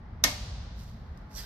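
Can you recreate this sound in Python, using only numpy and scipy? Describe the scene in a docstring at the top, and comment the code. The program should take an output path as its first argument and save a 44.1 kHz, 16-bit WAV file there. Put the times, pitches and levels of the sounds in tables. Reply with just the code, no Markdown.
"""In a bare, echoing workshop, a rotary switch on a steel machine cabinet snaps over with a sharp clack.
Low rumble, room air and a faint tone fill the hall: shaped noise and a phase-modulated sine.
Mostly to the right, clothing rustles, something ticks and a shoe scuffs: enveloped, filtered noise.
The clack is a burst of blows through housing resonances, with decaying panel modes; noise with a
frequency-dependent decay makes the reverberation."""
import sys
import numpy as np
from scipy import signal
from scipy.fft import rfft, irfft, next_fast_len
from scipy.io import wavfile
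from scipy.ndimage import map_coordinates

SR = 44100
rng = np.random.default_rng(int(sys.argv[2]) if len(sys.argv) > 2 else 0)


def linear_from_db(decibels):
    """Turn decibels (scalar or array-like) into linear amplitude factors; 0 gives 1."""
    return 10 ** (np.asarray(decibels, float) / 20)


def put_to_file(sound):
    """Save the sound as 16-bit audio at rate SR, in the file named by the first command-line argument."""
    columns = np.atleast_2d(sound).T  # one column per channel
    safe = np.clip(columns, -1, 1)
    whole_steps = np.round(safe * 32767)
    wavfile.write(sys.argv[1], SR, whole_steps.astype(np.int16))


N = 63945


def unit(x):
    """Normalisation to unit root-mean-square value."""
    return x / np.sqrt(np.mean(x ** 2) + 1e-20)


def along(points, hz):
    """Linear interpolation of (f/Hz, value) points over logarithmic frequency."""
    f, value = np.transpose(points)
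    return np.interp(np.log(hz + 1), np.log(f + 1), value)


def level(rows):
    """Amplitude envelope from (t/s, level/dB) rows, practically silent before the first."""
    s, db = np.transpose(rows)
    return linear_from_db(np.interp(np.arange(N) / SR, s, db, left=-150))


def wobble(rate):
    """Slow random fluctuation: a spline through random knots, rate knots a second."""
    knots = rng.standard_normal(int(N * rate / SR) + 4)
    return map_coordinates(knots, [np.arange(N) * rate / SR])


def filtered(x, response):
    """Linear filtering: the spectrum is multiplied by a response of frequency."""
    m = next_fast_len(N + SR // 2)
    return irfft(rfft(x, m) * response(np.fft.rfftfreq(m, 1 / SR)), m)[..., :N]


def resonant(x, peaks):
    """Parallel resonators, each applied twice: a soft start and dark valleys between the peaks."""
    def response(f):
        total = 0
        for centre, width, db in peaks:
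            once = 1j * f * width / (centre * centre - f * f + 1j * f * width)
            total = total + linear_from_db(db) * once ** 2
        return total
    return filtered(x, response)


def sides(db):
    """Stereo level difference: left and right gains whose ratio is db."""
    return linear_from_db(np.array([db / 2, -db / 2]))


def grit(grain_db):
    """Friction noise: random noise made of uneven grains."""
    return unit(rng.standard_normal(N) * linear_from_db(grain_db * wobble(400)))


# correlation of the left and right sound in the hall: (f/Hz, likeness 0-1)
LIKENESS = [(60, .996), (130, .985), (290, .92), (640, .5), (1400, .1), (15000, 0)]


def paired(spectrum):
    """Partial coherence: two noises of one spectrum, alike in the bass and independent in the treble."""
    def mid_and_side(hz):
        angle = np.arccos(np.clip(along(LIKENESS, hz), -1, 1)) / 2
        return linear_from_db(along(spectrum, hz)) * [np.cos(angle), np.sin(angle)]
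    mid, side = filtered(rng.standard_normal((2, N)), mid_and_side)
    return unit(np.array([mid + side, mid - side]))


# relative spectral density of the low rumble: (f/Hz, level/dB per Hz)
RUMBLE_SPECTRUM = [(12, -39), (20, -31.5), (38, -7), (59, -2), (81, -9), (145, -16.5), (168, -18.5),
                   (216, -19), (300, -40.5), (390, -64.5), (660, -120)]
# course of the rumble: (t/s, level/dB)
RUMBLE_COURSE = [(0.0, -44), (0.156, -39.5), (0.188, -39.5), (0.54, -39.5), (0.552, -40), (0.876, -42),
                 (1.126, -40), (1.21, -45), (1.416, -42.5), (1.45, -50)]


def rumble():
    """Band-shaped noise whose level fluctuates slowly about a set course."""
    return level(RUMBLE_COURSE) * linear_from_db(0.54 * wobble(15)) * paired(RUMBLE_SPECTRUM)


# relative spectral density of the room air: (f/Hz, level/dB)
AIR_SPECTRUM = [(150, -33.5), (250, -5.5), (350, -9.5), (800, -10), (1200, -12), (2000, -17.5), (2600, -28),
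                (3800, -29.5), (5000, -32.5), (6000, -39), (7500, -52), (16000, -55.5)]
AIR_DB = -56


def room_air():
    """Broadband noise falling towards the treble, with a slight drift of level."""
    return linear_from_db(AIR_DB + 0.96 * wobble(4.5)) * paired(AIR_SPECTRUM)


# rise and fall of the faint tone: (t/s, level/dB)
WHINE_COURSE = [(0, -69), (.2, -68), (.4, -78), (1.15, -75.5), (1.28, -63), (1.45, -65)]
WHINE_HZ, WHINE_WAVER_RAD = 851, 0.63


def whine():
    """Phase modulation: a faint far tone, its phase wandering separately on each side."""
    waver = WHINE_WAVER_RAD * np.array([wobble(17), wobble(15)])
    tone = np.sin(2 * np.pi * WHINE_HZ * np.arange(N) / SR + waver)
    return level(WHINE_COURSE) * unit(tone)


def background():
    """Superposition of rumble, room air and the faint tone."""
    return rumble() + room_air() + whine()


# reverberation time of the long tail: (f/Hz, t60/s)
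HALL_T60 = [(200, 1.1), (600, 1.5), (1400, 1.5), (2500, 1.7), (4000, 1.79), (6000, 1.3), (9000, 0.93),
            (15000, 0.46)]
HALL_RISE_S = 0.0027
NEAR_DB, NEAR_T60_S = 14.5, 0.24  # near walls and floor answer first, over the long tail


def hall(x, colour):
    """Reverberation by convolution with noise in which each frequency dies at its own speed."""
    hz, t, z = signal.stft(paired(colour), SR, nperseg=256)
    long_tail = linear_from_db(-60 * t / along(HALL_T60, hz)[:, None])
    near_answer = linear_from_db(NEAR_DB - 60 * t / NEAR_T60_S)
    rise = 1 - np.exp(-t / HALL_RISE_S)
    tail = signal.istft(z * (long_tail + near_answer) * rise, SR, nperseg=256)[1]
    tail = tail / np.linalg.norm(tail[0])
    return signal.fftconvolve(x[None], tail, axes=1)[:, :N]


# relative colour of the hall's answer to the switch: (f/Hz, level/dB)
HALL_COLOUR = [(150, -19.5), (300, -20.5), (600, -1.5), (1300, -6), (2700, -5.5), (4500, -1), (6200, -3.5),
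               (7500, -11), (10500, -17), (12500, -14), (16000, -26)]
HALL_DB, MOVE_WET_DB = -2.5, -11


def echoes(switch_send, movement_send):
    """Linearity of the room: the answers to switch and movement simply add."""
    switch_echo = linear_from_db(HALL_DB) * hall(switch_send, HALL_COLOUR)
    movement_echo = linear_from_db(MOVE_WET_DB) * hall(movement_send, [(1000, 0)])  # flat colour
    return switch_echo + movement_echo


# relative spectral density of cloth, shared by the ticks: (f/Hz, level/dB per Hz)
CLOTH_SPECTRUM = [(1500, 0.5), (4000, 6), (7500, 1), (10300, -9), (11800, -5.5), (14000, -9), (16000, -21)]


def cloth(x):
    """Spectral shaping of noise to the colour of cloth."""
    return unit(filtered(x, lambda hz: linear_from_db(along(CLOTH_SPECTRUM, hz))))


# strength of the rubbing, before the side balance: (t/s, level/dB)
RUSTLE_COURSE = [(.72, -95), (.75, -73), (.796, -60), (.836, -59.5), (.852, -69), (.886, -63.5),
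                 (.934, -72.5), (1.02, -80.5), (1.29, -83), (1.312, -62.5), (1.35, -60.5), (1.385, -49.5),
                 (1.42, -54), (1.45, -60)]


def rustle():
    """Dry friction: grainy noise follows the strength of the rubbing."""
    return level(RUSTLE_COURSE) * cloth(grit(grain_db=3.0))


# ticks, before the side balance: (t/s, starting level/dB)
TICK_STARTS = [(0.637, -63), (0.8883, -61), (1.1742, -59)]
TICK_T60_S = 0.0287


def ticks():
    """Impulsive excitation: noise starts at once and decays exponentially."""
    t = np.arange(N) / SR
    envelope = 0
    for s, db in TICK_STARTS:
        decay = linear_from_db(db - 60 * np.maximum(t - s, 0) / TICK_T60_S)
        envelope = envelope + (t > s) * decay
    return cloth(rng.standard_normal(N)) * envelope


# strength of the scuff, before the side balance: (t/s, level/dB)
SCUFF_COURSE = [(1.33, -71), (1.35, -52), (1.365, -45.5), (1.385, -43), (1.408, -50), (1.425, -56),
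                (1.45, -58)]
# resonances of the sole on its edge, higher: (f/Hz, width/Hz, relative level/dB)
SOLE_EDGE = [(4420, 1200, -8.5), (5870, 660, -0.5), (7000, 1200, -6), (11880, 3000, -16.5)]
# resonances of the sole once it lies flat, lower: (f/Hz, width/Hz, relative level/dB)
SOLE_FLAT = [(1830, 530, -2), (3500, 680, -1.5), (4730, 990, 1), (7500, 3100, -6.5), (11800, 2700, -10)]
FLAT_FROM_S, FLAT_BY_S = 1.36, 1.405
# resonances of the heel dragging after: (f/Hz, width/Hz, relative level/dB)
HEEL = [(1600, 350, 0), (3550, 800, -3)]
DRAG_FROM_S, DRAG_RISE_S, DRAG_DB = 1.42, 0.0096, -53
GRAIN_DB = 1.8


def scuff():
    """Friction-driven resonance: a sole slides from its edge onto its flat, then the heel drags."""
    t = np.arange(N) / SR
    flat = np.clip((t - FLAT_FROM_S) / (FLAT_BY_S - FLAT_FROM_S), 0, 1)
    on_edge = np.sqrt(1 - flat) * unit(resonant(grit(GRAIN_DB), SOLE_EDGE))
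    on_flat = np.sqrt(flat) * unit(resonant(grit(GRAIN_DB), SOLE_FLAT))
    drag_rise = np.clip((t - DRAG_FROM_S) / DRAG_RISE_S, 0, 1)
    drag = linear_from_db(DRAG_DB) * drag_rise * unit(resonant(grit(GRAIN_DB), HEEL))
    return level(SCUFF_COURSE) * (on_edge + on_flat) + drag


# side balance of the movement: (f/Hz, left minus right level/dB)
MOVEMENT_BALANCE = [(1500, 8), (3400, 0.5), (5000, -17), (7500, -5.5), (12000, -17.5)]
RIGHT_LEADS_SAMPLES = 3


def movement():
    """Localisation by time and level difference: rustle, ticks and scuff reach the right first."""
    mono = rustle() + ticks() + scuff()
    pair = np.array([mono, np.roll(mono, -RIGHT_LEADS_SAMPLES)])
    return filtered(pair, lambda hz: sides(along(MOVEMENT_BALANCE, hz)))


# the cam snaps and rebounds: (t/s, relative peak level/dB, left minus right level/dB)
CONTACTS = [(.2376, -22, 8), (.239, -11, -1), (.2395, 0, 0), (.2403, -4, 1), (.2428, -11, -3),
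            (.244, -9, -4), (.2472, -13, 5), (.2525, -16, -4)]
SNAP_S = CONTACTS[2][0]  # the hardest contact
BLOW_DB = 15.5
RATTLE_DB, RATTLE_T60_S = -6.5, .035  # chatter after the snap
SLIDE_DB, SLIDE_T60_S = -22, .012  # the cam sliding up to the snap, relative to the chatter
# short resonances of the housing facing the left microphone: (f/Hz, width/Hz, relative level/dB)
HOUSING_LEFT = [(702, 850, -5), (1296, 800, -2), (3750, 1400, 1), (6000, 1100, -1), (8260, 2300, -8),
                (9550, 470, -9.5), (12560, 1100, -4.5)]
# the same facing the right microphone: (f/Hz, width/Hz, relative level/dB)
HOUSING_RIGHT = [(706, 280, -17.5), (1503, 1100, -17), (4340, 1800, -5.5), (5200, 1200, 4),
                 (5770, 420, 2.5), (8100, 1800, -11), (13000, 3500, -13)]


def contact_blows():
    """Impact excitation: contact impulses, sliding and chatter drive the housing's resonances."""
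    blows = np.zeros((2, N))
    for s, db, pan_db in CONTACTS:
        blows[:, round(s * SR)] = linear_from_db(db + BLOW_DB) * sides(pan_db)
    t = np.arange(N) / SR - SNAP_S
    course_db = np.where(t > 0, -60 * t / RATTLE_T60_S, SLIDE_DB + 60 * t / SLIDE_T60_S)
    blows += linear_from_db(RATTLE_DB + course_db) * rng.standard_normal((2, N))
    return np.array([resonant(blows[0], HOUSING_LEFT), resonant(blows[1], HOUSING_RIGHT)])


# modes of the cabinet panels: (f/Hz, relative level/dB, t60/s, left minus right level/dB)
PANEL_MODES = [(179, -16, 0.33, 0), (249.4, -13.5, .3, 2), (287, -11.5, .25, 3.5), (486, -16, 0.21, -2),
               (602, -14, 0.38, -4), (709, -14, 0.23, 3), (814.4, -12.5, .12, 1), (1026, -9, .12, 2),
               (1255, -7.5, .12, 6.5), (1506, -12.5, .13, 4), (1838, -4, .11, 16.5), (2159, -5, 0.21, 18.5),
               (4740, -3, .06, -9.5), (5940, -20.5, .05, -6.5), (7440, -6.5, .07, 8.5)]
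PANEL_DB, PANEL_RISE_S = -24.5, 0.002
WAVER_DB, WAVER_RAD = 2, .5  # crowded neighbours make each mode waver
PATH_DIFFERENCE_M = 0.059  # extra path to the right microphone


def panel_ring():
    """Modal synthesis: the snap sets the panels' modes ringing as decaying sines."""
    after = np.maximum(np.arange(N) / SR - SNAP_S, 0)
    arrival = after - np.array([[0], [PATH_DIFFERENCE_M / 343]])  # speed of sound 343 m/s
    ring = 0
    for hz, db, t60, pan_db in PANEL_MODES:
        envelope = linear_from_db(PANEL_DB + db - 60 * after / t60 + WAVER_DB * wobble(75.2))
        mode = np.sin(2 * np.pi * hz * arrival + WAVER_RAD * wobble(50))
        ring = ring + sides(pan_db)[:, None] * envelope * mode
    return ring * (1 - np.exp(-after / PANEL_RISE_S))


SNAP_TO_HALL_DB, PANEL_TO_HALL_DB = 9, -16


def switch():
    """Source and excitation: housing and panels sound directly; snap impulse and ring excite the hall."""
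    ring = panel_ring()
    direct = contact_blows() + ring
    snap = np.arange(N) == round(SNAP_S * SR)
    send = linear_from_db(SNAP_TO_HALL_DB) * snap + linear_from_db(PANEL_TO_HALL_DB) * ring.mean(axis=0)
    return direct, send


# treble response of the microphone, applied to switch, movement and their echoes: (f/Hz, level/dB)
MIC_TREBLE = [(9900, 0), (10650, -4.5), (11400, 1), (14500, -0.5), (15500, -14.5), (16000, -14.5),
              (16700, -25.5)]


def microphone(x):
    """Transducer frequency response: the treble is uneven and its top is weakened."""
    return filtered(x, lambda hz: linear_from_db(along(MIC_TREBLE, hz)))


def scene():
    """Superposition of direct sound and reverberation, through the treble response, and background."""
    clack, switch_send = switch()
    person = movement()
    echo = echoes(switch_send, person[1])
    return microphone(clack + person + echo) + background()


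def top_cut(x):
    """Nothing passes above the cut-off."""
    return signal.sosfilt(signal.butter(12, 16680, fs=SR, output="sos"), x)


CEILING, KNEE = .95, 6  # largest amplitude; exponent, higher bends later


def record(dry):
    """Soft limiting: the highest peaks are rounded off below a ceiling."""
    mix = dry / (1 + np.abs(dry / CEILING) ** KNEE) ** (1 / KNEE)
    return top_cut(mix)


dry = scene()
out = record(dry)
put_to_file(out)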